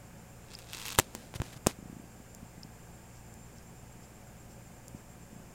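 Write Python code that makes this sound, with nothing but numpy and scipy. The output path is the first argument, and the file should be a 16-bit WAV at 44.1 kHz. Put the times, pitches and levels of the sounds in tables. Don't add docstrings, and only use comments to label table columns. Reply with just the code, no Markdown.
import sys
import numpy as np
from scipy import signal
from scipy.fft import rfft, irfft, next_fast_len
from scipy.io import wavfile
from scipy.ndimage import map_coordinates

SR = 44100
rng = np.random.default_rng(int(sys.argv[2]) if len(sys.argv) > 2 else 0)


def master_out(mix):
    frames = np.transpose(np.atleast_2d(mix))
    ceiling = np.clip(frames, -1, 1)
    pcm = np.round(ceiling * 32767).astype(np.int16)
    wavfile.write(sys.argv[1], SR, pcm)


N = 244314
TIME = np.arange(N) / SR
SHORT = np.arange(SR // 16) / SR


# centre t/s, level/dB, half width/s
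LICKS = [(3.175, -66.5, 0.02), (3.575, -68, 0.014), (4.04, -68, 0.013), (4.518, -65, .014),
         (4.972, -65, 0.0081)]
# f/Hz, level/dB
FUR_EQ = [(3000, -30), (4500, -8), (5200, 0), (6200, -2), (9000, -14), (15000, -24)]
# t/s, level/dB, f/Hz, t60/s
POPS = [(.5375, -40, 5100, 0.0044), (.5510, -32.5, 5000, 0.01), (2.6327, -34, 5100, 0.0051),
        (3.34, -44.5, 7900, 0.0054), (3.5847, -47, 5400, .005), (4.038, -52, 5200, .005)]
# t/s, level/dB
SMACKS = [(2.3489, -30.5), (3.3405, -39), (3.6285, -43.5), (4.882, -30)]
# f/Hz, level/dB, t60/s
MOUTH_MODES = [(5200, -2, 0.003), (7030, 2, 0.0031), (10700, -1, 0.0031), (13800, -4, .002)]

def licking(attack_s=0.00036, grit_db=3):
    grit = amp(grit_db * wobble(500))
    out = swells(LICKS) * unit(grit * noise(lambda hz: gains(FUR_EQ, hz)))
    for s, db, hz, t60 in POPS:
        onset = 1 - np.exp(-SHORT / attack_s)
        add(out, s, amp(db) * crest(onset * ping(hz, t60)))
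    for s, db in SMACKS:
        add(out, s, amp(db) * ring(MOUTH_MODES, scatter_db=1.5))
    return out


# t/s, level/dB
DRAG_ENVELOPE = [(0.46, -70), (0.54, -51.5), (0.57, -66), (0.59, -57), (0.66, -62), (0.74, -46.5),
                 (0.838, -47), (0.89, -39.5), (0.945, -50.5)]
# f/Hz, level/dB
SKIN_EQ = [(180, -37), (300, -1), (440, -8), (486, 0.5), (565, -22), (930, -1.5), (2360, -7.5), (2700, 4),
           (2930, -20), (3240, -0.5), (8500, -6.5), (13300, -31), (16000, -41)]
# t/s, level/dB
SNAGS = [(0.5889, -28), (0.7334, -21), (0.8549, -26), (0.863, -22), (0.8829, -18.5), (0.923, -20.5),
         (0.9503, -23), (0.9822, -19), (0.9874, -1.5), (0.9904, 2), (0.9972, -12)]
# f/Hz, level/dB
SNAP_EQ = [(150, -32), (700, -3.5), (1700, -4), (2900, 2.5), (4800, -8), (7000, -5), (10000, -6),
           (13500, -6), (16500, -17)]

def drag(slips_per_s=1500, spread_db=18.0, grain_db=-1, rasp_db=-5.0, fade_s=0.072):
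    times, dbs = np.transpose(DRAG_ENVELOPE)
    outside_s = np.maximum(times[0] - TIME, 0) + np.maximum(TIME - times[-1], 0)
    envelope = amp(np.interp(TIME, times, dbs)) * np.exp(-outside_s / fade_s)
    slips = (rng.random(N) < slips_per_s / SR) * rng.choice([-1, 1], N)
    strength = amp(spread_db * np.minimum(rng.exponential(size=N), 3))
    grains = unit(signal.fftconvolve(slips * strength, impulse(SKIN_EQ))[:N])
    snags, snap = np.zeros(N), impulse(SNAP_EQ)
    for s, db in [*SNAGS, *catches(envelope)]:
        add(snags, s, rng.choice([-1, 1]) * amp(db) * contact(snap, chatter=0.17, decay_s=0.00083))
    rasp = noise(lambda hz: gains(SKIN_EQ, hz))
    return snags + envelope * (amp(grain_db) * grains + amp(rasp_db) * rasp)


def catches(envelope, start_s=0.52, end_s=0.985, gap_s=0.007, over_db=12.5, grip_db_per_s=11):
    jitter, scatter_db = rng.standard_normal((200, 2)).T
    held_s = np.cumsum(gap_s * np.exp(0.45 * jitter))
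    times = start_s + held_s
    drag_db = 20 * np.log10(np.interp(times, TIME, envelope))
    dbs = drag_db + over_db + grip_db_per_s * held_s + scatter_db
    return [(s, db) for s, db in zip(times, dbs) if s < end_s]


# t/s, level/dB, tilt/(dB per octave), crack level/dB
KNOCKS = [(0.9879, -7.5, -0.5, -6), (0.99, -7, 0.5, -50), (0.9978, 0, 1, -17.5),
          (1.1508, -15.5, 0.5, -32.5), (1.3403, -38, -2, -28), (1.401, -27, -6, -27),
          (1.4185, -23, -2, -22), (1.6645, -18.5, 3, -16.5), (1.6694, 3.5, -0.03, -20.5)]
# f/Hz, level/dB
CASE_EQ = [(30, -9), (110, -3.5), (220, -2.5), (340, -1), (600, -7), (1000, -11.5), (1400, -24),
           (2000, -20), (2900, -18.5), (4300, -21), (5700, -15), (7600, -10.5), (11000, -24), (15000, -22)]
# f/Hz, level/dB
CRACK_EQ = [(150, 2), (600, 2.5), (1050, 2), (1550, -0.5), (2600, -5), (3200, -5.5), (4300, -15.5),
            (8000, -20), (16000, -35)]

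def knocks(chatter=0.062, decay_s=0.0023):
    out, crack = np.zeros(N), impulse(CRACK_EQ)
    for s, db, tilt, crack_db in KNOCKS:
        body = impulse([(hz, level + tilt * np.log2(hz)) for hz, level in CASE_EQ])
        add(out, s, -amp(db) * contact(body, chatter, decay_s))
        add(out, s, -amp(crack_db) * contact(crack, chatter, decay_s))
    return out


# t/s, level/dB, f/Hz, bumps in the run
BUMPS = [(0.9876, -29.5, 116, 1), (1.354, -32, 101, 1), (1.3995, -24.5, 101, 1), (1.56, -37.5, 109, 1),
         (1.6658, -20, 146, 1), (1.787, -37, 200, 8), (2.200, -38.5, 183, 1), (2.428, -37, 179, 1),
         (2.579, -38, 179, 1), (2.6478, -36.5, 180, 1), (4.946, -33, 175, 1), (5.328, -40.5, 180, 4)]

def bumps(rise_cycles=0.55, creep_s=0.0355, jitter_s=0.0025, scatter_db=0.5, relax_db=5):
    out = np.zeros(N)
    for s, db, hz, count in BUMPS:
        rise = SHORT * hz / rise_cycles
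        envelope = (rise * np.exp(1 - rise)) ** 3
        push = -crest(envelope * np.sin(2 * np.pi * hz * SHORT))
        add(out, s, amp(db) * push)
        for k in range(1, round(count)):
            late, stronger = rng.standard_normal(2)
            change_db = scatter_db * stronger - relax_db * (k == round(count) - 1)
            add(out, s + k * creep_s + jitter_s * late, amp(db + change_db) * push)
    return out


# centre t/s, level/dB, half width/s
BRUSHES = [(.9963, -27, 0.00099), (1.207, -57, 0.068), (1.36, -43, 0.0075), (1.465, -52.5, 0.039),
           (1.535, -51.5, 0.0082), (1.569, -50.5, 0.0065), (1.698, -46, 0.014)]
# f/Hz, level/dB
BRUSH_EQ = [(120, -43), (200, 4), (722, -6.5), (1320, -7.5), (2910, -9), (4120, -9.5), (7010, -11),
            (11900, -17.5), (16000, -30)]

def brushes(flutter_db=2, rub_db=-44, rub_s=0.02):
    rubs = sum(amp(db + rub_db) * (TIME > s) * np.exp(-np.abs(TIME - s) / rub_s) for s, db, *_ in KNOCKS)
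    flutter = amp(flutter_db * wobble(400))
    return (swells(BRUSHES) + rubs) * flutter * noise(lambda hz: gains(BRUSH_EQ, hz))


# f/Hz, level/dB
AIR_EQ = [(10, 0.5), (45, -9.5), (85, 0.5), (195, -1), (290, -7), (620, -12.5), (820, -14), (1150, -15),
          (1900, -19), (2400, -18), (3100, -23.5), (3800, -30.5), (8000, -56)]
# f/Hz, level/dB, half width/Hz
RESONANCES = [(31, -67.5, 11), (223, -65.5, 13.6), (338, -74.5, 4.2), (411.4, -74.5, 14), (491, -72.5, 11),
              (557.5, -68.5, 32), (726, -67.5, 57), (877, -71.5, 57), (1066, -91, 13), (1615, -73.5, 96)]
# f/Hz, level/dB
HISS_EQ = [(2500, -27), (4100, -8), (5000, -0.5), (5900, -2), (7100, 4), (8000, 0), (8600, 0.5), (9800, -4),
           (13500, -4.5), (15700, -7)]
# f/Hz, level/dB
HUM = [(59.2, -61), (118.4, -59), (172.3, -64)]

def room_tone(air_db=-55.0, hiss_db=-63.5, top_hz=15850, waver_rad=0.21):
    air = amp(air_db) * noise(lambda hz: gains(AIR_EQ, hz) * (hz < top_hz))
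    colour = sum(amp(db) * band(hz, width) for hz, db, width in RESONANCES)
    hiss = amp(hiss_db) * noise(lambda hz: gains(HISS_EQ, hz) * (hz < top_hz))
    hum = sum(amp(db) * unit(np.sin(2 * np.pi * hz * TIME + waver_rad * wobble(5.33))) for hz, db in HUM)
    return air + colour + hiss + hum


# f/Hz, level/dB, half width/Hz
WHINE = [(3590, -87.5, 9.4), (7600, -85.5, 43), (7240, -71.5, 11), (15230, -89, 72)]

def whine(sizzle_hz=7410, sizzle_db=-70.5, pulse_hz=8.32):
    steady = sum(amp(db) * band(hz, width) for hz, db, width in WHINE)
    cycle = np.cos(2 * np.pi * pulse_hz * (TIME - .073))
    pulse = unit((1 + cycle) ** 1.3)
    fade_up_db = np.interp(TIME, [1.7, 2.3], [-7, 0])
    return steady + amp(sizzle_db + fade_up_db) * pulse * band(sizzle_hz, half_width_hz=60)


def amp(db):
    return 10 ** (np.asarray(db) / 20)


def unit(x):
    return x / np.sqrt(np.mean(x ** 2) + 1e-20)


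def crest(x):
    return x / np.abs(x).max()


def gains(eq, hz):
    f, db = np.transpose(eq)
    return amp(np.interp(np.log(hz + 1), np.log(f + 1), db))


def filtered(x, response):
    size = next_fast_len(N + SR // 4)
    return irfft(rfft(x, size) * response(np.fft.rfftfreq(size, 1 / SR)), size)[:N]


def noise(response):
    return unit(filtered(rng.standard_normal(N), response))


def band(centre_hz, half_width_hz):
    return noise(lambda hz: 1 / (1 + ((hz - centre_hz) / half_width_hz) ** 2))


def wobble(rate):
    return map_coordinates(rng.standard_normal(int(N * rate / SR) + 4), [TIME * rate])


def swells(rows):
    return sum(amp(db) * np.exp(-.5 * ((TIME - s) / half_width) ** 2) for s, db, half_width in rows)


def impulse(eq, size=1024):
    spectrum = np.maximum(gains(eq, np.fft.rfftfreq(size, 1 / SR)), 1e-6)
    cepstrum = irfft(np.log(spectrum))
    cepstrum[1:size // 2] *= 2
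    cepstrum[size // 2 + 1:] = 0
    return crest(irfft(np.exp(rfft(cepstrum))))


def contact(pulse, chatter, decay_s):
    force = chatter * rng.standard_normal(len(SHORT)) * np.exp(-SHORT / decay_s)
    force[0] = 1
    return signal.fftconvolve(force, pulse)


def ping(hz, t60):
    return np.exp(-np.log(1000) * SHORT / t60) * np.sin(2 * np.pi * hz * SHORT)


def ring(modes, scatter_db):
    return crest(sum((-1) ** k * amp(db + scatter_db * rng.standard_normal()) * ping(hz, t60)
                     for k, (hz, db, t60) in enumerate(modes)))


def add(track, s, sound):
    part = track[round(s * SR):][:len(sound)]
    part += sound[:len(part)]


def scene():
    handling = drag() + brushes() + knocks() + bumps()
    return (handling + licking() + room_tone() + whine())[None]


def record(dry):
    ceiling, top_hz = 0.72, 16500
    clipped = dry / (1 + np.abs(dry / ceiling) ** 6) ** (1 / 6)
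    return np.array([filtered(channel, lambda hz: 1 / np.sqrt(1 + (hz / top_hz) ** 160))
                     for channel in clipped])


dry = scene()
out = record(dry)
master_out(out)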